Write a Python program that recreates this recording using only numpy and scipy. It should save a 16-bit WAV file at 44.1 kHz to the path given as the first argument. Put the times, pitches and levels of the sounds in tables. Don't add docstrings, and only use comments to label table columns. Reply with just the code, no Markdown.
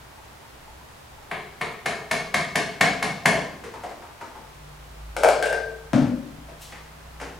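import sys
import numpy as np
from scipy import signal
from scipy.fft import rfft, irfft, next_fast_len
from scipy.io import wavfile
from scipy.ndimage import uniform_filter1d, map_coordinates

SR = 44100
rng = np.random.default_rng(int(sys.argv[2]) if len(sys.argv) > 2 else 0)


def unload_wav(signal):
    wavfile.write(
        sys.argv[1],
        SR,
        np.round(np.clip(np.atleast_2d(signal).T, -1, 1) * 32767).astype(np.int16),
    )


N = 325936
LENGTH = 27000

# f/Hz, level/dB
AIR_SPECTRUM = [(15, -20), (25, 1), (40, -29), (55, 4), (80, -3.5), (148, -5.5), (179, -11.5), (570, -10),
                (857, -8), (1780, -14.5), (15800, -32.5)]
# f/Hz, likeness (1 = the same)
AIR_LIKENESS = [(60, 1), (140, 0.85), (300, 0.044), (1000, 0.11), (5000, 0.063), (10000, 0.53)]
# t/s, level/dB, f/Hz
DRIPS = [(0.179, -35, 870), (0.425, -36, 910), (0.675, -34, 872), (0.807, -39, 993), (1.179, -35, 854)]
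# t/s, level/dB
KNOCKS = [(1.313, -15), (1.612, -13), (1.859, -11), (2.112, -9.5), (2.342, -8), (2.556, -8), (2.81, -3.5),
          (3.026, -10.5), (3.257, -4)]
# f/Hz, level/dB
SHELL_SPECTRUM = [(60, -49), (250, -20), (430, 3.5), (550, -6), (700, 10), (850, -4.5), (1050, 3.5),
                  (1400, -4), (1750, 4), (2250, -1.5), (2700, -4.5), (5000, -16.5), (10000, -29.5),
                  (16000, -73)]
# f/Hz, level/dB, fade/s
SHELL_TONES = [(473, -18, 0.3), (691.6, -6.5, 0.089), (1707, -16, 0.085), (1830, -12, 0.065),
               (2188, -4, 0.079), (2131, -8, 0.028)]
# f/Hz, level/dB
THUD_SPECTRUM = [(30, -67), (62, -5), (85, -18), (110, -9.5), (150, 5.5), (210, 1), (300, -2.5), (450, -33),
                 (700, 2.5), (3000, -97)]
# f/Hz, level/dB
CRACK_SPECTRUM = [(300, -57), (1800, -21), (3000, -8), (4400, 6), (6500, 2), (10500, -7.5), (13000, -14.5),
                  (16000, -33.5)]
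# f/Hz, level/dB
SNAP_SPECTRUM = [(1000, -37), (4000, 0), (7000, -14.5), (10800, 1.5), (13000, -48), (16000, -32),
                 (18000, -45)]
# t/s, note level/dB, f/Hz, tick level/dB
BUMPS = [(3.324, -12, 636, -41), (3.365, -21, 690, -38.5), (3.638, -26.5, 444, -40.5),
         (3.738, -26.5, 885, -45), (3.835, -21, 694, -40.5), (3.892, -38, 680, -47.5),
         (4.021, -28, 944, -53), (4.211, -23.5, 930, -43.5), (4.352, -29.5, 855, -52),
         (6.486, -30, 643, -52), (6.722, -30.5, 1800, -45.5), (7.2, -27, 453, -39.5),
         (7.213, -52, 483, -37.5)]
# multiple of its pitch, level/dB
NOTE_SPECTRUM = [(.2, -32), (.6, -16), (.85, -22), (1, 7.5), (1.15, -3), (1.6, -11.5), (5, -46.5)]
# f/Hz, level/dB
TICK_SPECTRUM = [(40, -31), (200, 8.5), (500, 9), (1000, 8.5), (2000, 5.5), (3500, -6.5), (6000, -8),
                 (10000, -14.5), (15000, -36)]
# t/s, f/Hz
DRONE_PITCH = [(4.2, 49.5), (5.2, 54.8), (6.3, 58), (7.39, 60)]
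# t/s, level/dB, click level/dB
BOUNCES = [(5.1655, -15, -29), (5.234, -6.5, -23), (5.2455, -9, -27.5), (5.2869, -12, -24),
           (5.4256, -15.5, -27), (5.458, -22, -32), (5.4993, -28, -43), (5.5273, -16.5, -33)]
# f/Hz, level/dB
HOLLOW_SPECTRUM = [(60, -48), (200, -28.5), (330, -19.5), (450, -6), (640, 1.5), (800, -8), (1100, -18),
                   (1400, -12), (1900, -19), (2300, -11.5), (3300, -30.5), (8000, -57.5)]
# f/Hz, level/dB, fade/s
HOLLOW_TONES = [(447, -14, 0.96), (526, -19, 0.3), (657, -28, 0.13)]
# f/Hz, level/dB, fade/s
RIM_TONES = [(1553, -0.5, 0.19), (1575, -2.5, 0.54), (1605, -6, 0.14), (1683, -8, 0.022), (1860, -19, 0.14),
             (2753, -18, 0.15)]
# f/Hz, level/dB
CLICK_SPECTRUM = [(900, -17.5), (2300, 12), (3700, -0.5), (5000, -1.5), (6500, -6.5), (8300, -4.5),
                  (11000, -11.5), (13000, -20), (16000, -27)]
# t/s, level/dB
LANDINGS = [(5.931, -15.5), (5.950, -25), (5.982, -25.5), (6.006, -29.5), (6.058, -34.5)]
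# f/Hz, level/dB
TABLE_SPECTRUM = [(30, -23), (85, -21), (125, 1.5), (150, -0.5), (185, -7.5), (245, 6.5), (290, 4),
                  (330, -25), (600, -24.5), (2000, -80)]
# f/Hz, level/dB, fade/s
TABLE_TONES = [(143, -32, 0.19), (251, -21, 0.24), (285.2, -8.5, 0.22)]
# f/Hz, level/dB
BASE_SPECTRUM = [(30, -40), (150, -24), (380, -3.5), (580, 3), (900, -12), (1500, -13), (3000, -23.5),
                 (6000, -29), (10000, -38), (15000, -57)]
# f/Hz, level/dB
COVER_SPECTRUM = [(1500, -20), (3200, -1), (8000, -5), (12000, -10), (16000, -13)]
# f/Hz, fade/s
ECHO_FADE = [(120, 0.58), (300, 0.89), (700, 0.57), (2000, 0.58), (5000, 0.61), (9000, 0.43), (15000, 0.24)]
# f/Hz, likeness
ECHO_LIKENESS = [(60, 1), (250, 0.92), (600, 0.87), (1100, 0.72), (2200, 0.72), (5000, 0.83), (15000, 0.52)]
# f/Hz, level/dB
DIRECT_OVER_ECHO = [(150, -37), (600, -7), (1200, -3.5), (2000, -2), (4000, -6.5), (10000, -2.5),
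                    (15000, 9)]
# f/Hz, level/dB
LEFT_OVER_RIGHT = [(60, -2), (200, 1.5), (500, 2), (1200, 2), (2400, 2), (4400, 1.5), (8000, 1),
                   (15000, -1)]
# f/Hz, phase/rad
LEFT_LEAD = [(50, 0.015), (150, 0.14), (600, 0.44), (1200, -0.22), (2200, -0.28), (4500, 0.24),
             (9000, 0.16)]


def amp(db):
    return 10 ** (np.asarray(db) / 20)


def unit(x):
    return x / np.sqrt(np.mean(x ** 2) + 1e-20)


def blow_sized(x):
    return x * np.sqrt(SR / 20 / (np.sum(x ** 2) + 1e-20))


def look_up(table, hz):
    freqs, values = np.transpose(table)
    return np.interp(np.log(hz + 1), np.log(freqs + 1), values)


def wobble(rate):
    return map_coordinates(rng.standard_normal(int(N * rate / SR) + 4), [np.arange(N) * rate / SR])


def filtered(x, response):
    n = x.shape[-1]
    padded = next_fast_len(n + SR // 10)
    return irfft(rfft(x, padded) * response(np.fft.rfftfreq(padded, 1 / SR)), padded)[..., :n]


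def flattened(x):
    power = np.abs(uniform_filter1d(np.abs(rfft(x)) ** 2, size=64)) + 1e-20
    return filtered(x, lambda hz: np.interp(hz, np.fft.rfftfreq(len(x), 1 / SR), power ** -.5))


def pulse(spectrum):
    gains = amp(look_up(spectrum, np.fft.rfftfreq(LENGTH, 1 / SR)))
    cepstrum = irfft(np.log(gains))
    cepstrum[1:LENGTH // 2] *= 2
    cepstrum[LENGTH // 2 + 1:] = 0
    return blow_sized(irfft(np.exp(rfft(cepstrum))))


def ring(tones, vary_db=0):
    out, t = np.zeros(LENGTH), np.arange(LENGTH) / SR
    for hz, db, fade_s in tones:
        envelope = (1 - np.exp(-hz * t)) * np.exp(-np.log(1000) * t / fade_s)
        out += amp(db + vary_db * rng.normal()) * blow_sized(np.sin(2 * np.pi * hz * t) * envelope)
    return out


def chatter(x, width_s):
    age = np.arange(LENGTH) / SR / width_s
    grip = age ** 2 * np.exp(-age ** 2 / 2)
    slips = rfft(rng.standard_normal(LENGTH) * grip)
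    evened = slips / (np.abs(slips) + np.mean(np.abs(slips)) / 10)
    contact = irfft(evened) * np.sqrt(grip)
    return signal.fftconvolve(x, contact / np.linalg.norm(contact))[:LENGTH]


def spread(pair, likeness):
    def shares(hz):
        angle = np.arccos(np.clip(look_up(likeness, hz), -1, 1)) / 2
        return np.array([np.cos(angle), np.sin(angle)])
    mid, side = filtered(pair, shares)
    return np.array([mid + side, mid - side])


def room_echo(build_s=0.0027):
    hz, t, noise = signal.stft(rng.standard_normal((2, LENGTH)), SR, nperseg=256)
    fade = np.exp(-np.log(1000) * t / look_up(ECHO_FADE, hz)[:, None])
    fading = signal.istft(noise * fade, SR)[1][:, :LENGTH]
    echo = spread(np.array([flattened(side) for side in fading]), ECHO_LIKENESS)
    echo *= 1 - np.exp(-(np.arange(LENGTH) / SR / build_s) ** 2)
    return echo / np.linalg.norm(echo.mean(0))


def in_room(x, echo, near_db):
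    def direct(hz):
        return amp(look_up(DIRECT_OVER_ECHO, hz) + near_db)

    def placing(hz):
        sides = np.array([[0.5], [-0.5]])
        lean = amp(sides * look_up(LEFT_OVER_RIGHT, hz))
        lead = np.exp(1j * sides * look_up(LEFT_LEAD, hz))
        return lean * lead / np.hypot(1, direct(hz))
    echoed = signal.fftconvolve(x[None], echo, axes=1)[:, :len(x)]
    return filtered(echoed + filtered(x, direct), placing)


def add(out, s, x):
    start = max(round(s * SR), 0)
    out[:, start:start + x.shape[1]] += x[:, :N - start]


def ventilation(level_db=-46):
    noise = spread(rng.standard_normal((2, N)), AIR_LIKENESS)
    return amp(level_db) * unit(filtered(noise, lambda hz: amp(look_up(AIR_SPECTRUM, hz))))


def drips(fade_s=0.05):
    out, echo = np.zeros((2, N)), room_echo()
    for s, db, hz in DRIPS:
        plop = ring([(hz, db - 19, fade_s)], vary_db=2)
        add(out, s - .005, in_room(chatter(plop, width_s=0.0047), echo, near_db=8))
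    return out


def jug_knocks(dull_hz=3000, full_crack_db=-10, thud_db_per_s=3.5):
    out, hardest_db = np.zeros((2, N)), max(db for s, db in KNOCKS)
    thud, crack, snap = pulse(THUD_SPECTRUM), pulse(CRACK_SPECTRUM), pulse(SNAP_SPECTRUM)
    for s, db in KNOCKS:
        echo = room_echo()
        soft_db = hardest_db - db
        shell = pulse([(hz, level - 0.78 * soft_db * hz / (hz + dull_hz))
                       for hz, level in SHELL_SPECTRUM])
        bend = np.exp(0.0051 * rng.normal())
        ringing = ring([(hz * bend, level, fade_s) for hz, level, fade_s in SHELL_TONES])
        ringing *= amp(-3 - 0.42 * soft_db)
        crack_db = db - 1.73 * max(full_crack_db - db, 0)
        clack = amp(db - 14) * (shell + ringing) + amp(crack_db - 22) * crack
        thud_db = db - 25 + thud_db_per_s * (s - KNOCKS[0][0])
        hit = chatter(clack, width_s=0.0036) + amp(thud_db) * thud
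        add(out, s - .0028, in_room(hit, echo, near_db=1.5 - 0.21 * soft_db))
        neck = chatter(snap, width_s=0.00023) * amp(crack_db - 31)
        add(out, s + .005, in_room(neck, echo, near_db=-1))
    return out


def bumps(fade_s=0.021):
    out, tick = np.zeros((2, N)), pulse(TICK_SPECTRUM)
    for s, db, hz, tick_db in BUMPS:
        note = pulse(np.multiply(NOTE_SPECTRUM, [hz, 1])) + ring([(hz, -3, fade_s)], vary_db=0.5)
        hit = amp(db - 15) * note + amp(tick_db + 1) * tick
        add(out, s - .004, in_room(chatter(hit, width_s=0.0049), room_echo(), near_db=-2.5))
    return out


def drone(room_hz=54.17, room_width_hz=0.79, climb_hz_per_s=3.3, fade_in_s=0.47):
    def tone(hz, db):
        gain = np.sqrt(2) * amp(db + 2 * wobble(6))
        wavering_hz = hz + 0.34 * wobble(8)
        return gain * np.sin(2 * np.pi * np.cumsum(wavering_hz) / SR)
    t = np.arange(N) / SR
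    since = t - DRONE_PITCH[0][0]
    low_hz = np.interp(t, *np.transpose(DRONE_PITCH))
    swell_db = 12 / (1 + ((low_hz - room_hz) / room_width_hz) ** 2)
    low = tone(low_hz, db=-50.5 + swell_db)
    high = tone(hz=147.8 + climb_hz_per_s * since, db=-54.5)
    return (low + high) * np.clip(since / fade_in_s, 0, 1)


def funnel_drop(tip_over_s=(5.3, 5.4)):
    out, hollow, click = np.zeros((2, N)), pulse(HOLLOW_SPECTRUM), pulse(CLICK_SPECTRUM)
    for s, db, click_db in BOUNCES:
        body_db = db + np.interp(s, tip_over_s, (-8, -9.5))
        rim_db = db + np.interp(s, tip_over_s, (-31, -13))
        body = amp(body_db) * (hollow + ring(HOLLOW_TONES, vary_db=3.5))
        rim = amp(rim_db) * ring(RIM_TONES)
        hit = chatter(body + amp(click_db - 3.5) * click, width_s=0.00173) + rim
        add(out, s - .001, in_room(hit, room_echo(), near_db=0))
    return out * amp([[1.0], [-1.0]])


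def jug_landing():
    out, clack, boom = np.zeros((2, N)), pulse(BASE_SPECTRUM), pulse(TABLE_SPECTRUM)
    for s, db in LANDINGS:
        soft_db = LANDINGS[0][1] - db
        base = chatter(clack, width_s=0.0017) * amp(-8 - 0.13 * soft_db)
        hit = amp(db) * (boom + ring(TABLE_TONES, vary_db=2) + base)
        add(out, s, in_room(hit, room_echo(), near_db=-2.5))
    return out * amp([[1.5], [-1.5]])


def finger_swipe(peak_s=6.625, rise_s=0.023, fall_s=0.049):
    t = np.arange(N) / SR - peak_s
    stroke = np.exp(-(np.minimum(t, 0) / rise_s) ** 2 - np.maximum(t, 0) / fall_s)
    grain = amp(2 * wobble(250))
    hiss = filtered(rng.standard_normal(N), lambda hz: amp(look_up(COVER_SPECTRUM, hz)))
    return in_room(unit(hiss * grain) * stroke * amp(-43), room_echo(), near_db=2)


def scene():
    at_table = drips() + jug_knocks() + funnel_drop() + jug_landing() + bumps() + finger_swipe()
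    return at_table + drone() + ventilation()


def record(dry):
    return filtered(dry, lambda hz: hz < 15900)


dry = scene()
out = record(dry)
unload_wav(out)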